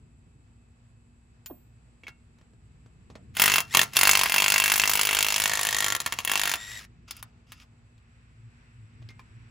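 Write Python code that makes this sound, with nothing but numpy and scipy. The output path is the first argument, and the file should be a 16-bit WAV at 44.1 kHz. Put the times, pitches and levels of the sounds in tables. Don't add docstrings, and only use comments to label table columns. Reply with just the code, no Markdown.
import sys
import numpy as np
from scipy import signal
from scipy.fft import rfft, irfft, next_fast_len
from scipy.io import wavfile
from scipy.ndimage import uniform_filter1d, map_coordinates

SR = 44100
rng = np.random.default_rng(int(sys.argv[2]) if len(sys.argv) > 2 else 0)


def output_pcm(signal):
    pcm = np.clip(np.atleast_2d(signal).T, -1, 1) * 32767
    wavfile.write(sys.argv[1], SR, np.round(pcm).astype(np.int16))


def invert_db(level):
    return 10 ** (np.asarray(level, dtype=float) / 20)


N = 418950

# time in seconds, looseness from 0 (pressed hard) to 1 (riding loose).
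SEAT = [(3.6, .1), (3.8, .5), (3.97, .2), (4.4, 0), (5.2, .05), (5.45, .5), (5.55, 1), (5.95, 1),
        (6.25, .6)]


def unit(x):
    return x / np.sqrt(np.mean(x ** 2) + 1e-20)


def along(points, hz):
    f, v = np.transpose(points)[:2]
    return np.interp(np.log(hz + 1), np.log(f + 1), v)


def curves(spans, outside=None):
    s, *cols = np.transpose(np.concatenate(spans))
    return [np.interp(np.arange(N) / SR, s, c, outside, outside) for c in cols]


def stages(rows, rise, fall):
    t = np.arange(N) / SR
    levels = []
    for start, end, first, last in rows:
        held = np.interp(t, [start, end], [first, last])
        levels.append(held - rise * np.maximum(start - t, 0) - fall * np.maximum(t - end, 0))
    return np.max(levels, axis=0)


def wobble(rate):
    return map_coordinates(rng.standard_normal(int(N * rate / SR) + 4), [np.arange(N) * rate / SR])


def filtered(x, response):
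    m = next_fast_len(N + SR // 2)
    return irfft(rfft(x, m) * response(np.fft.rfftfreq(m, 1 / SR)), m)[..., :N]


def resonances(modes):
    return lambda f: sum(invert_db(db) * 1j * f * w / (c * c - f * f + 1j * f * w) for c, w, db in modes)


def below(hz, edge_hz):
    return 1 / (1 + (hz / edge_hz) ** 6)


def placed(times, rows):
    at = np.round(np.asarray(times) * SR).astype(int)[:, None] + np.arange(rows.shape[1])
    return np.bincount(at.ravel(), rows.ravel(), N + SR)[:N]


def noise(spectrum, alike):
    a, b = filtered(rng.standard_normal((2, N)), lambda hz: invert_db(along(spectrum, hz)))
    turn = np.arccos(np.clip(alike, -1, 1)) / 2
    shared, own = np.cos(turn) * a, np.sin(turn) * b
    return unit(np.array([shared + own, shared - own]))


def blows():
    # time in seconds, blow number.
    bursts = [
        [(3.3683, 0), (3.3974, 1), (3.4189, 2), (3.5586, 9), (3.5823, 10), (3.6039, 11)],
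        [(3.7485, 0), (3.8148, 3)],
        [(3.9679, 0), (4.0115, 2), (4.0529, 4), (4.2125, 12), (4.2342, 13), (4.2583, 14)],
        [(4.297, 0), (4.3209, 1), (4.3415, 2), (4.4615, 8), (4.7385, 22), (4.7781, 24), (4.8558, 28),
         (4.9737, 34), (5.2462, 48), (5.3615, 54), (5.7851, 76), (5.9026, 82), (5.9232, 83)],
        [(6.2493, 0), (6.2753, 1), (6.2964, 2), (6.4946, 12), (6.5155, 13), (6.5382, 14)],
    ]
    # time in seconds, clang in dB.
    force = [(3.37, -29.5), (3.41, -15.5), (3.47, -21), (3.58, -21.5), (3.604, -29), (3.77, -15.5),
             (3.815, -18), (3.97, -18.5), (4.07, -18.5), (4.2, -22), (4.3, -23), (4.4, -21.5), (5.2, -24.5),
             (5.55, -26.5), (5.9, -27), (6.25, -26), (6.28, -25.5), (6.54, -27.5)]
    # time in seconds, clang in dB, wait until the bounce in seconds.
    stutter = [(5.95, -23.5, .014), (6.0021, -28.5, 0.014), (6.062, -26.5, 0.012), (6.1234, -28.5, 0.014),
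               (6.1883, -28, 0.015)]
    # time in seconds, clang in dB.
    last_bounces = [
        (3.832, -26.5),
        (4.2748, -37.5),
        (6.555, -36.5),
    ]
    # time in seconds, clang in dB.
    nudges = [(3.351, -47.5), (3.7399, -30.5), (3.9343, -39.5), (3.959, -30.5)]
    # time in seconds, clang in dB, crack in dB, sizzle in dB.
    scatter = [.00012, 2, 2.2, 2.4]
    runs = [np.interp(np.arange(k[-1] + 1), k, s) for s, k in map(np.transpose, bursts)]
    s = np.concatenate(runs)
    rate = np.concatenate([1 / np.gradient(run) for run in runs])
    lone = [row[:2] for row in stutter]
    lone += [(at + wait, db - 8) for at, db, wait in stutter]
    lone = np.array(lone + list(last_bounces) + list(nudges))
    clang = np.r_[np.interp(s, *np.transpose(force)), lone[:, 1]]
    full_rate, rate_span = 50, 8
    slow = np.r_[np.clip((full_rate - rate) / rate_span, 0, 1), np.full(len(lone), .7)]
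    s = np.r_[s, lone[:, 0]]
    seat = np.interp(s, *np.transpose(SEAT))
    crack = -0.5 * seat - 6 * slow
    sizzle = -9 + 3 * seat
    rows = np.c_[s, clang, crack, sizzle]
    chance = rng.standard_normal(rows.shape) * scatter
    chance[:, 2:] -= chance[:, 1:2]
    return (rows + chance)[np.argsort(s)]


def chatter(rows, drift, fresh):
    # frequency in Hz, level in dB.
    blow_colour = [(40, -33), (450, -27), (1000, -9), (1500, -7.5), (2300, -5.5), (4500, -5), (7500, -4.5),
                   (10500, 1.5), (12500, -4.5), (14800, -2), (15900, -12), (16300, -30), (17000, -34)]
    t = np.arange(drift.shape[1]) / SR
    grit = invert_db(4 * unit(uniform_filter1d(rng.standard_normal(drift.shape), size=12, axis=1)))
    grains = [.4 * drift + .55 * fresh,
              unit(grit * (.7 * drift + .7 * fresh)),
              unit(grit * (.8 * drift + .6 * fresh))]
    rebound = rng.uniform(0.0039, .004, (len(rows), 1))
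    again = rng.uniform(0, 0.12, rebound.shape) * (t > rebound) * invert_db(-60 * np.abs(t - rebound) / 0.0025)
    shares = [lambda hz: below(hz, 3500),
              lambda hz: below(hz, 8700) - below(hz, 3500),
              lambda hz: 1 - below(hz, 8700)]
    # rise s, fast t60 s, slow t60 s, slow share
    decays = [(0.00034, 0.037, 0.035, 0.63), (0.00022, 0.017, 0.048, 0.35), (0.00086, 0.029, 0.06, 0.49)]
    damped = 1 / (1 - 0.33 * np.interp(rows[:, :1], *np.transpose(SEAT)))
    out = np.zeros(N)
    for k, (rise, fast, slow, share) in enumerate(decays):
        age = t * damped if k else t
        fade = invert_db(-60 * age / fast) + again + share * invert_db(-60 * age / slow)
        shape = (1 - np.exp(-(t / rise) ** 2)) * fade
        level = invert_db(rows[:, 1] + (rows[:, k + 1] if k else 0))
        burst = placed(rows[:, 0] - .0004, grains[k] * shape * level[:, None])
        out += filtered(burst, lambda hz: invert_db(along(blow_colour, hz)) * shares[k](hz))
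    return out


def jaw_snaps(rows, fresh, seat):
    # frequency in Hz, width in Hz, level in dB.
    snap_modes = [(2800, 3000, -1), (6760, 2700, -3)]
    level_db = rows[:, 1:2] + 3.5 * fresh[:, :1]
    snaps = placed(rows[:, 0] + .0003, -invert_db(level_db))
    return filtered(snaps * invert_db(4.5 + 4 * seat), lambda hz: resonances(snap_modes)(hz) * below(hz, 9000))


def wheel_and_socket(drive, seat, tight):
    # frequency in Hz, width in Hz, level in dB.
    pressed = [(1070, 150, -11), (1400, 250, -7), (1600, 100, -8), (2300, 1000, -13), (2705, 100, 2),
               (3250, 70, -8), (4400, 110, -10), (4800, 250, -17), (6700, 90, -12), (14610, 1100, -5)]
    # frequency in Hz, width in Hz, level in dB.
    riding = [(1129, 60, -7), (1377, 51, -2), (1840, 170, 3), (2770, 58, -4), (3250, 57.3, -14),
              (3840, 1000, -12), (5980, 100, -13), (6980, 800, -8.5)]
    # frequency in Hz, width in Hz, level in dB.
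    socket_notes = [
        (2070, 230, -3),
        (2290, 130, -3),
    ]
    body = filtered(drive * seat, resonances(riding))
    for part, note in zip((1 - tight, tight), socket_notes):
        body += filtered(drive * (1 - seat) * part, resonances(list(pressed) + [note]))
    return body


def thuds(rows, drift, taps, seat, tight):
    # frequency in Hz, level in dB.
    thud_colour = [(25, -37), (50, -7.5), (110, -3.5), (160, -9), (260, -14), (400, -10.5), (620, -10),
                   (800, -7), (1200, -4.5), (2200, -37.5)]
    # frequency in Hz, pressed level in dB, loose level in dB, t60 in seconds.
    rim_notes = [(1370, -10, 2, .25), (2112, -8, -8, .07), (2266, -7, -7, .1), (2716, 0, -8, .22),
                 (3258, -9, -9, .1), (4787, -14, -14, .08), (5960, -17, -12, .2)]
    # frequency in Hz, width in Hz, level in dB.
    hub_pressed = [(197, 40, -9), (330, 60, 1), (440, 70, -1.5), (780, 170, -5)]
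    # frequency in Hz, width in Hz, level in dB.
    hub_riding = [(370, 60, -2), (513.8, 60, -1.7), (705, 80, 1), (920, 130, -7)]
    t = np.arange(drift.shape[1]) / SR
    fade = (1 - np.exp(-t / 0.00049)) * invert_db(rows[:, 1:2] - 60 * t / 0.094)
    shock = unit(drift + .6 * drift[0]) * fade
    thud = filtered(placed(rows[:, 0], shock), lambda hz: invert_db(along(thud_colour, hz)))
    thud *= invert_db(2.5 + 4 * seat)
    hub_level = invert_db(23 - 5 * (1 - tight))
    for k, (part, hub) in enumerate([(1 - seat, hub_pressed), (seat, hub_riding)]):
        rim = [(m[0], np.log(1000) / (np.pi * m[3]), m[1 + k] + 44 - 10.5 * k) for m in rim_notes]
        thud += filtered(taps * part, resonances(rim))
        thud += filtered(taps * part * hub_level, resonances(hub))
    return thud


def hammer():
    rows = blows()
    shape = (len(rows), SR // 25)
    drift = unit(uniform_filter1d(rng.standard_normal(shape), size=13, axis=0))
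    fresh = rng.standard_normal(shape)
    seat, = curves([SEAT])
    tight = np.interp(np.arange(N) / SR, (4.7, 4.95), [0, 1])
    rattle = chatter(rows, drift, fresh)
    taps = placed(rows[:, 0], -invert_db(rows[:, 1:2]))
    push = uniform_filter1d(uniform_filter1d(taps, size=4), size=4)
    drive = rattle + invert_db(15) * np.roll(push, round(.0003 * SR))
    body = wheel_and_socket(drive, seat, tight)
    steel = rattle + jaw_snaps(rows, fresh, seat) + invert_db(7) * body
    return invert_db(13) * steel + thuds(rows, drift, taps, seat, tight)


def motor():
    # frequency in Hz, level in dB per Hz.
    gear_colour = [(100, -32), (400, -10), (1000, -6), (1900, 5.5), (3500, 0), (5500, -1.5), (7500, -6.5),
                   (10500, -6.5), (14500, -14), (15800, -13), (16100, -44.5)]
    # time in seconds, tooth-mesh frequency in Hz, level in dB.
    whine = [(3.7, 1500, -90), (3.71, 1750, -46), (3.728, 2050, -40), (3.74, 2100, -50), (3.75, 2100, -150),
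             (6.53, 1800, -150), (6.54, 1800, -66), (6.57, 1810, -48), (6.62, 1870, -43),
             (6.7, 1890, -44.5), (6.79, 1910, -44), (6.8, 1500, -56), (6.815, 1250, -50), (6.83, 1150, -88)]
    # multiple of the mesh frequency, level in dB.
    mesh_lines = [(.5, -22), (1.03, 0), (1.52, -18), (1.97, -4), (3.05, -11), (3.97, -4.5), (5.95, -16)]
    # start in seconds, end in seconds, first level in dB, last level in dB.
    load = [(3.35, 3.93, -51.5, -60.5), (3.395, 3.58, -31, -34), (3.74, 3.83, -33.5, -37),
            (3.96, 4.3, -34, -34), (4.3, 4.7, -39, -37.5), (4.7, 5.93, -38, -37), (5.98, 6.24, -48, -49.5),
            (6.28, 6.54, -40.5, -35.5), (6.6, 6.79, -45, -44.5), (6.8, 6.85, -47, -53.5)]
    turn = 2 * np.pi * np.cumsum(106 + 5 * wobble(30)) / SR
    throb = invert_db(3 * np.sin(turn) + 1.5 * wobble(150))
    hiss = unit(throb * filtered(rng.standard_normal(N), lambda hz: invert_db(along(gear_colour, hz))))
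    mesh_hz, whine_db = curves([whine], outside=-150)
    lines = np.zeros(N)
    for multiple, db in mesh_lines:
        phase = 2 * np.pi * np.cumsum(multiple * (mesh_hz + 42 * wobble(300))) / SR
        lines += invert_db(db + 2.5 * wobble(200)) * np.sin(phase)
    load_db = stages(load, 510, 270)
    power_db = stages([(3.35, 6.853, 0, 0)], 1500, 1500)
    return invert_db(load_db + power_db) * hiss + invert_db(whine_db) * np.sqrt(throb) * lines


def clicks(t):
    # time in seconds, peak in dB, centre in Hz, t60 in seconds, sizzle against the rest in dB.
    click_events = [(1.46, -34, 4300, 0.046, -8), (1.4685, -42, 3000, 0.03, -15),
                    (2.035, -45, 2290, 0.089, -31), (2.07, -41, 2200, 0.045, -23),
                    (2.081, -33.5, 1700, 0.064, -20.5), (2.386, -53.5, 988, 0.05, -27),
                    (2.413, -51.5, 1130, 0.05, -32), (2.534, -50.5, 937, 0.043, -38),
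                    (2.861, -50.5, 1690, 0.054, -31), (3.101, -39.5, 993, 0.091, -34.5),
                    (3.154, -32.5, 1330, 0.069, -35), (7.082, -53, 2100, 0.05, -9),
                    (7.109, -23.5, 4850, 0.048, -2.5), (7.167, -36, 4850, 0.029, 7),
                    (7.193, -52, 1360, 0.05, 5), (7.227, -26, 1400, 0.032, 0),
                    (7.52, -31.5, 2070, 0.062, -10.5), (7.6, -44.5, 2770, 0.077, -16),
                    (7.632, -52, 1190, 0.08, -18), (7.98, -58, 3000, 0.042, -15),
                    (9.02, -48, 1200, 0.04, -34), (9.026, -51.5, 2500, 0.05, -30),
                    (9.089, -40.5, 3960, 0.044, -27), (9.104, -43.5, 2190, 0.065, -25.5),
                    (9.194, -46, 1070, 0.081, -21)]
    s, db, hz, t60, sizzle_db = np.transpose(click_events)[..., None]
    knock_db = -41.5 - 1.18 * sizzle_db
    f = np.fft.rfftfreq(len(t), 1 / SR)
    colour = invert_db(-5.5) / (1 + (900 / (f + 1)) ** 4 + (f / 6000) ** 4)
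    colour = colour + 0.8 / (1 + ((f - hz) / (0.33 * hz)) ** 2)
    colour /= 1 + (.6 * np.minimum(hz, 1400) / (f + 1)) ** 6
    colour += invert_db(sizzle_db + 5.5) * (f > 8000) * invert_db(-f / 1500) * (f < 16000)
    colour += invert_db(knock_db + 14.5) * (f > 150) / (1 + (f / 600) ** 4)
    ring = irfft(rfft(rng.standard_normal((len(s), len(t)))) * colour, len(t))
    ring /= ring.std(1)[:, None]
    fade = invert_db(-60 * t / t60) + 0.86 * invert_db(-60 * t / 0.0068)
    return placed(s[:, 0], invert_db(db - 8) * ring * fade * (1 - np.exp(-t / 0.0001)))


def nut_drop(t):
    # time in seconds, level in dB, start pitch in Hz, end pitch in Hz, t60 in seconds.
    drop_events = [
        (1.499, -38, 1000, 480, .05),
        (1.508, -35, 450, 250, .1),
    ]
    out = np.zeros(N)
    for s, db, start_hz, end_hz, t60 in drop_events:
        pitch = end_hz + (start_hz - end_hz) * np.exp(-t / .006)
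        dull = uniform_filter1d(uniform_filter1d(rng.standard_normal(len(t)), size=19), size=19)
        tone = np.sin(2 * np.pi * np.cumsum(pitch) / SR) + 4 * invert_db(-60 * t / .05) * dull
        out += placed([s], (invert_db(db - 60 * t / t60) * (1 - np.exp(-t / .002)) * tone)[None])
    return out


def scrapes():
    # start in seconds, end in seconds, first level in dB, last level in dB.
    slides = [
        (7.08, 7.2, -53, -53),
        (7.215, 7.3, -73, -77),
        (7.47, 7.63, -65.5, -59.5),
    ]
    steel = resonances([(1400, 130, 8), (2545, 1800, 2), (2710, 130, 7), (4780, 230, 7), (10600, 3000, -11)])
    grit = filtered(rng.standard_normal(N), lambda hz: (hz < 15900) * below(hz, 11000) * steel(hz))
    return invert_db(stages(slides, 4000, 1200)) * unit(grit * invert_db(2.7 * wobble(90)))


def handling():
    # time in seconds, frequency in Hz, level in dB, t60 in seconds.
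    nut_rings = [(1.461, 15300, -40, .3), (1.46, 6900, -42, .05), (1.462, 1502, -47, .05),
                 (1.461, 3160, -47, .04), (2.035, 2250, -43, .035), (2.036, 2730, -46, .04),
                 (2.04, 3300, -56, .07), (2.068, 2220, -34, .05), (2.069, 2600, -39, .05),
                 (2.078, 2200, -52, .2), (2.09, 2730, -54, .25), (2.079, 3300, -55, .08),
                 (2.082, 1400, -55, .15), (9.093, 2110, -50, .2), (9.096, 2450, -52, .05),
                 (9.194, 1034, -50, .05), (9.194, 1750, -52, .04), (9.193, 2400, -48, .06)]
    t = np.arange(SR // 3) / SR
    out = clicks(t) + nut_drop(t) + scrapes()
    for s, hz, db, t60 in nut_rings:
        out += placed([s], invert_db(db - 60 * t / t60)[None] * np.sin(2 * np.pi * hz * t))
    return out


def ports(x):
    # frequency in Hz, phase by which the left port leads in radians.
    lead = [(0, 0), (520, -.3), (950, 0), (4650, .2), (5680, -.5), (6370, 0), (7410, -.5), (8800, -3.1),
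            (11400, -6.5), (13350, -9.5), (15200, -12.5), (16500, -12.6)]
    # frequency in Hz, left over right in dB.
    tilt = [(60, 2), (180, -1), (550, -5), (1650, -1), (4970, 2), (15000, -0.5)]

    def half(hz):
        return invert_db(along(tilt, hz) / 2) * np.exp(.5j * np.interp(hz, *np.transpose(lead)))

    return filtered(x, lambda hz: np.array([half(hz), 1 / half(hz)]))


def walls(x):
    # frequency in Hz, t60 in seconds.
    fade_times = [(200, 0.3934), (2000, 0.12), (10000, 0.032)]
    # frequency in Hz, level in dB.
    echo_colour = [(60, -22.5), (300, -9), (700, -1), (3000, -1.5), (7000, 6), (12000, -4)]
    hz, t, z = signal.stft(rng.standard_normal((2, SR // 3)), SR, nperseg=256)
    fade = invert_db(-60 * t / along(fade_times, hz)[:, None])
    tail = signal.istft(z * fade, SR, nperseg=256)[1]
    x = filtered(x, lambda hz: invert_db(along(echo_colour, hz)))
    return signal.fftconvolve(x[None], tail / np.linalg.norm(tail[0]), axes=1)[:, :N]


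def traffic():
    # time in seconds, level in dB.
    traffic_level = [(0, -57), (.8, -61.5), (2, -60.5), (3, -57), (3.23, -51), (3.3, -52), (6.9, -57.5),
                     (8.1, -62.5), (9, -58), (9.5, -57.5)]
    # frequency in Hz, level in dB per Hz.
    rumble = [(15, -52.5), (25, -16.5), (42, -8), (113, -1.5), (205, -12.5), (243, -10), (260, -16.5),
              (467, -24), (576, -44), (700, -52), (910, -66.5), (1540, -120)]
    # start in seconds, end in seconds, first level in dB, last level in dB.
    revs = [(6.9, 7.06, -51, -61), (7.16, 7.6, -55.5, -57.5), (7.8, 7.83, -51, -51),
            (8.4, 8.49, -44.5, -48), (8.76, 8.84, -49, -48.5), (9.02, 9.16, -38.5, -46),
            (9.36, 9.42, -44.5, -43)]
    # frequency in Hz, level in dB per Hz.
    drone = [(30, -120), (60, -41), (85, -7.5), (112, 10.5), (135, -8.5), (180, -47.5), (400, -120)]
    engine_db = np.maximum(-60, stages(revs, 200, 120))
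    return (invert_db(curves([traffic_level])[0] + 1.0) * noise(rumble, alike=0.94)
            + invert_db(engine_db - 3.5) * noise(drone, alike=0.98))


def wind():
    # frequency in Hz, level in dB per Hz.
    rustle = [(290, -33.5), (500, -2), (577, -9), (624, -4.5), (2510, -11.5), (3450, -17), (4970, -18),
              (5740, -25), (7000, -19.5), (9100, -47), (15400, -120)]
    # time in seconds, level in dB.
    gust = [(0, -91), (2, -86), (2.7, -75.5), (7.6, -75), (8.6, -67), (9.5, -65.5)]
    # frequency in Hz, level in dB per Hz.
    flap = [(500, -29), (1000, -5), (1500, -1), (2600, -2.5), (3200, -11), (6000, -18), (9000, -59.5)]
    return (invert_db(-71.5 + 1.1 * wobble(11)) * noise(rustle, alike=0.069)
            + invert_db(curves([gust])[0] + 1.5 * wobble(6)) * noise(flap, alike=0.3))


def insects():
    # time in seconds, level in dB.
    chorus = [(0, -77.5), (3.3, -76.5), (6.9, -84), (7.9, -80), (8.6, -77.5), (9.5, -77)]
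    # frequency in Hz, level in dB per Hz.
    insect_colour = [(3820, -57.5), (6500, -19), (7810, 4), (8220, -6.5), (9050, -29), (10300, -13.5),
                     (12500, -27.5), (16200, -58.5), (22000, -120)]
    return invert_db(curves([chorus])[0] + 1.1 * wobble(40)) * noise(insect_colour, alike=0.16)


def hum():
    # frequency in Hz, level in dB.
    hum_tones = [(59.2, -64), (237, -71), (2584, -86)]
    t = np.arange(N) / SR
    out = np.zeros(N)
    for hz, db in hum_tones:
        out += invert_db(db + 4.5 + 0.83 * wobble(26.0)) * np.sin(2 * np.pi * hz * t + 0.32 * wobble(24))
    return out


def yard():
    left, right = traffic() + wind() + insects()
    return np.array([np.roll(left, 16), right]) + hum()


def scene():
    near = hammer() + motor() + handling()
    return ports(near) + invert_db(-10.0) * walls(near) + yard()


def low_pass(x):
    return signal.sosfilt(signal.butter(12, 16970, fs=SR, output="sos"), x)


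def record(dry):
    # frequency in Hz, level in dB.
    top = [(15800, 0), (16100, -7), (16500, -10), (16700, -35)]
    soft = dry / (1 + np.abs(dry / .98) ** 4) ** .25
    soft = filtered(soft, lambda hz: invert_db(along(top, hz)))
    return low_pass(soft)


dry = scene()
out = record(dry)
output_pcm(out)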